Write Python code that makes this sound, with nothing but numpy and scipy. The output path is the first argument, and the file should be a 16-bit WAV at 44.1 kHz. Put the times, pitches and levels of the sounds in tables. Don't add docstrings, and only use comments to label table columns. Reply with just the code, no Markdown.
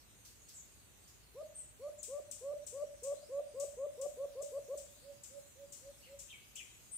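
import sys
import numpy as np
from scipy import signal
from scipy.fft import rfft, irfft, next_fast_len
from scipy.io import wavfile
from scipy.ndimage import uniform_filter1d, map_coordinates

SR = 44100
rng = np.random.default_rng(int(sys.argv[2]) if len(sys.argv) > 2 else 0)


def file_out(sig):
    cols = np.atleast_2d(sig).T
    lim = np.clip(cols, -1, 1)
    pcm = np.round(lim * 32767).astype(np.int16)
    wavfile.write(sys.argv[1], SR, pcm)


N = 307773


def amp(db):
    return 10 ** (np.asarray(db) / 20)


def unit(x):
    return x / np.sqrt(np.mean(x ** 2) + 1e-20)


def along(points, hz):
    freqs, values = np.transpose(points)
    return np.interp(np.log(hz + 1), np.log(freqs + 1), values)


def wobble(rate, size):
    values = rng.standard_normal(int(size * rate / SR) + 4)
    return map_coordinates(values, [np.arange(size) * rate / SR])


def filtered(x, response):
    size = next_fast_len(N + SR // 2)
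    return irfft(rfft(x, size) * response(np.fft.rfftfreq(size, 1 / SR)), size)[..., :N]


def add(track, start, sound):
    part = track[..., max(round(start * SR), 0):][..., :sound.shape[-1]]
    part += sound[..., :part.shape[-1]]


def panned(sound, pan_db):
    return sound * amp([[pan_db / 2], [-pan_db / 2]])


# f/Hz, likeness (1 = the same)
EAR_LIKENESS = [(50, 0.4), (150, 0.23), (500, 0.15), (2000, -0.015), (8000, -0.0038)]
def rush(spectrum, patchy_db):
    cells = signal.stft(rng.standard_normal((2, N)), nperseg=512)[2]
    patches = uniform_filter1d(rng.standard_normal(cells.shape[1:]), 5, 0)
    patches = uniform_filter1d(patches, 14, 1)
    noise = signal.istft(cells * amp(patchy_db * unit(patches)), nperseg=512)[1][:, :N]

    def response(hz):
        spread = np.arccos(np.clip(along(EAR_LIKENESS, hz), -1, 1)) / 2
        return amp(along(spectrum, hz)) * [np.cos(spread), np.sin(spread)]

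    mid, side = filtered(noise, response)
    return unit(np.array([mid + side, mid - side]))


# f/Hz, relative level/dB
AIR_TONE = [(20, -31), (30, -15), (40, -20), (54, 2.5), (70, -3.5), (110, -4), (160, -10), (260, -12.5),
            (500, -16), (800, -19.5), (1700, -21), (2600, -20), (4000, -25), (5200, -41), (8800, -120)]
def air():
    return panned(amp(-65.5) * rush(AIR_TONE, patchy_db=0.3), pan_db=-1.5)


# f/Hz, relative level/dB
INSECT_TONE = [(2350, -22), (4000, -10), (5600, -9.5), (6700, -3), (7400, -8), (8200, -2.5), (9500, -10),
               (12400, -12), (14500, -12.5), (15500, -15)]
# t/s, level/dB
INSECT_LOUDNESS = [(0, -64.5), (2.5, -65.5), (5.3, -62.5), (7, -63)]
def insects():
    db = np.interp(np.arange(N) / SR, *np.transpose(INSECT_LOUDNESS))
    return panned(amp(db) * rush(INSECT_TONE, patchy_db=4), pan_db=0.5)


# t/s, level/dB
LEAF_FLICKS = [(0.248, -55), (0.484, -55), (1.074, -60.5)]
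# f/Hz, relative level/dB
LEAF_TONE = [(1000, -27), (3000, -13), (6000, -2.5), (9000, -9), (15000, -12)]
def leaves():
    level, t = np.zeros(N), np.arange(SR // 2) / SR
    for start, db in LEAF_FLICKS:
        add(level, start, amp(db - 60 * t / 0.5) * (1 - np.exp(-t / 0.0025)))
    return level * rush(LEAF_TONE, patchy_db=0.5)


def scatter(sound, near_s, far_s, far_db):
    t = np.arange(SR) / SR
    fade = amp(-60 * t / near_s) + amp(far_db - 60 * t / far_s)
    fade *= 1 - np.exp(-t / 0.0016)
    tail = rng.standard_normal((2, SR)) * fade / np.linalg.norm(fade)
    return signal.fftconvolve(sound[None], tail, axes=1)


def glide(length, hz, slide):
    return hz * np.exp(slide * np.linspace(-0.5, 0.5, round(length * SR)))


def bird_note(pitch, rough, far_s, far_db):
    swell = np.sqrt(np.abs(np.sin(np.linspace(0, np.pi, len(pitch)))))
    shaky_pitch = pitch * (1 + rough * wobble(669, len(pitch)))
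    note = swell * np.sin(2 * np.pi * np.cumsum(shaky_pitch) / SR)
    out = scatter(note, 0.023, far_s, far_db) * amp([[9], [7]])
    add(out, 0, note * amp([[1], [-2]]))
    return out


# t/s, length/s, middle f/Hz, slide (below 0 falls), level/dB
HIGH_WHISTLES = [(0.53, 0.083, 7440, -0.22, -58), (1.541, 0.083, 8300, -0.082, -52.5),
                 (1.974, .04, 7000, -0.15, -58), (6.91, 0.078, 8960, .2, -48)]
def high_whistles():
    out = np.zeros((2, N))
    for start, length, hz, slide, db in HIGH_WHISTLES:
        note = bird_note(glide(length, hz, slide), rough=0.249 * abs(slide), far_s=0.38, far_db=-7.5)
        add(out, start, amp(db) * note)
    return out


def hoot(length, top_hz, climb, scoop, swell_db, fullest, flick, push_db, sag, release_s,
         octave_db, husk_db):
    throat_hz, throat_width_hz = 603, 386
    t = np.arange(SR // 5) / SR
    progress = np.clip(t / length, 0, 1)
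    ending = np.clip((t - length) / release_s, 0, 1)
    closing = np.exp(-((t - length) / 0.011) ** 2)
    rise = 1 - scoop * np.exp(-t / 0.0166) - climb * (1 - progress) ** 2.29
    tune = rise + flick * closing - sag * ending ** 2
    pitch = top_hz * tune * (1 + 0.01 * wobble(151.2, len(t)))
    phase = 2 * np.pi * np.cumsum(pitch) / SR
    gate = np.clip(t / 0.0095, 0, 1) * (1 - ending ** 2)
    bloom = 1 / np.hypot(1, 2 * (pitch - throat_hz) / throat_width_hz)
    level = amp(push_db * closing - swell_db * (progress - fullest) ** 2) * gate * bloom
    husk = amp(husk_db) * (gate + 4 * closing) * wobble(329, len(t))
    overtone = amp(octave_db) * bloom * np.sin(2 * phase)
    return np.sqrt(2) * (level * (np.sin(phase) + overtone) + husk * np.cos(phase))


# t/s, length/s, level/dB
HOOT_RUN = [(1.341, 0.077, -46.5), (1.789, 0.095, -45.5), (2.076, .112, -41.5), (2.407, .12, -40.5),
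            (2.72, 0.11, -40), (3.019, 0.11, -39), (3.287, 0.11, -40), (3.536, 0.1, -39.5),
            (3.765, .09, -38.5), (3.971, .087, -39.5), (4.166, 0.08, -40), (4.348, 0.069, -40),
            (4.512, .069, -40.5), (4.679, .063, -39.5)]
def full_hoots():
    direct, ring = np.zeros((2, N)), np.zeros((2, N))
    for start, length, db in HOOT_RUN:
        elapsed = start - HOOT_RUN[0][0]
        opening = np.exp(-(elapsed / 0.715) ** 4)
        top_hz = 578.4 - 6.3 * elapsed + 17.4 * opening
        note = amp(db) * hoot(length, top_hz, climb=0.0837 + 0.151 * opening, scoop=0.205,
                              swell_db=25, fullest=0.76, flick=0.044, push_db=1.55, sag=0.28,
                              release_s=0.0156, octave_db=-24.5 + 5.5 * opening, husk_db=-28)
        add(direct, start, panned(note, pan_db=1))
        add(ring, start, scatter(note, near_s=0.2, far_s=0.66, far_db=-2))
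    return direct + dove_echoes(direct, ring)


# delay t/s, left level/dB, right level/dB
TRUNK_BOUNCES = [(.014, -37, -26.5), (.048, -25.5, -10.5), (.106, -18.5, -15), (.232, -31, -30)]
# f/Hz, level change/dB
ECHO_TONE = [(400, -12), (530, -6), (610, 3.5), (700, 3.5), (1100, -8.5)]
def dove_echoes(direct, ring):
    echoes = amp(-3) * ring
    for delay, left_db, right_db in TRUNK_BOUNCES:
        add(echoes, delay, direct * amp([[left_db], [right_db]]))
    return filtered(echoes, lambda hz: amp(along(ECHO_TONE, hz)))


# t/s, level/dB, extra level/dB for the direct sound only
BIRD_TICKS = [(2.0293, -41, -2.5), (2.312, -42.5, 0.5), (2.664, -43, -13), (3.0306, -43, -20),
              (3.598, -42, -3.5), (4.013, -46, 0.5), (4.418, -46, -10), (4.7744, -46, -5), (5.234, -47, -8),
              (5.7217, -46, -9), (6.188, -45, -14), (6.5547, -44.5, -7)]
# f/Hz, level change/dB
TICK_TONE = [(2500, 2.5), (4300, -10.5), (6000, -2), (9000, 3.5), (10500, -1.5), (12300, -11), (14500, -9)]
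def ticks():
    out, t = np.zeros((2, N)), np.arange(SR // 60) / SR
    level = amp(np.interp(t, [0, 0.0016, 0.005, 0.008, 0.016], [1.5, 1, -6, -12.5, -35]))
    level *= np.clip(t / 0.0008, 0, 1)
    plunge = 0.15 + 0.95 * np.exp(-t / 0.0072)
    for start, db, direct_db in BIRD_TICKS:
        elapsed = start - BIRD_TICKS[0][0]
        pitch = (8460 - 145 * elapsed) * plunge
        phase = 2 * np.pi * np.cumsum(pitch) / SR
        overtone = amp(-4) * np.sin(2 * phase) * (pitch < SR / 4)
        tick = amp(db) * level * (np.sin(phase) + overtone)
        add(out, start, panned(amp(direct_db) * tick, pan_db=13))
        add(out, start, scatter(tick, near_s=0.035, far_s=0.51, far_db=2.5) * amp([[11.5], [4.5]]))
    return filtered(out, lambda hz: amp(along(TICK_TONE, hz)))


# t/s, length/s, middle f/Hz, level/dB
RISING_WHISTLES = [(3.14, .17, 4720, -73), (4.858, .26, 4100, -76.5)]
def rising_whistles():
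    out = np.zeros((2, N))
    for start, length, hz, db in RISING_WHISTLES:
        note = bird_note(glide(length, hz, slide=0.5), rough=0.037, far_s=0.64, far_db=-14)
        add(out, start, amp(db) * note)
    return out


SOFT_STARTS = [5.017, 5.29, 5.546, 5.804, 6.052]
def soft_hoots():
    direct, ring = np.zeros((2, N)), np.zeros((2, N))
    for start in SOFT_STARTS:
        elapsed = start - SOFT_STARTS[0]
        note = amp(-55) * hoot(length=0.0904, top_hz=570.8 - 14 * elapsed, climb=0.084, scoop=0.165,
                               swell_db=23, fullest=0.98, flick=0.01, push_db=2, sag=0.057,
                               release_s=0.028, octave_db=-47, husk_db=-52)
        add(direct, start, panned(note, pan_db=-13 + 10 * elapsed))
        add(ring, start, scatter(note, near_s=0.3, far_s=0.69, far_db=2))
    return direct + dove_echoes(direct, ring)


# t/s, top f/Hz, level/dB
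HOARSE_CHIRPS = [(6.018, 2950, -68.5), (6.279, 3275, -58.5), (6.552, 3190, -57.5)]
def chirps():
    out, t = np.zeros((2, N)), np.arange(round(0.081 * SR)) / SR
    drop, peak_s, width_s = 0.28, 0.024, 0.023
    arch = 1 - drop * (1 - np.exp(-((t - peak_s) / width_s) ** 2))
    for start, hz, db in HOARSE_CHIRPS:
        add(out, start, amp(db) * bird_note(hz * arch, rough=0.086, far_s=0.75, far_db=-17))
    return out


def scene():
    return (air() + insects() + leaves() + high_whistles() + full_hoots() + ticks()
            + rising_whistles() + soft_hoots() + chirps())


def record(dry):
    return filtered(dry, lambda hz: hz < 15600)


dry = scene()
out = record(dry)
file_out(out)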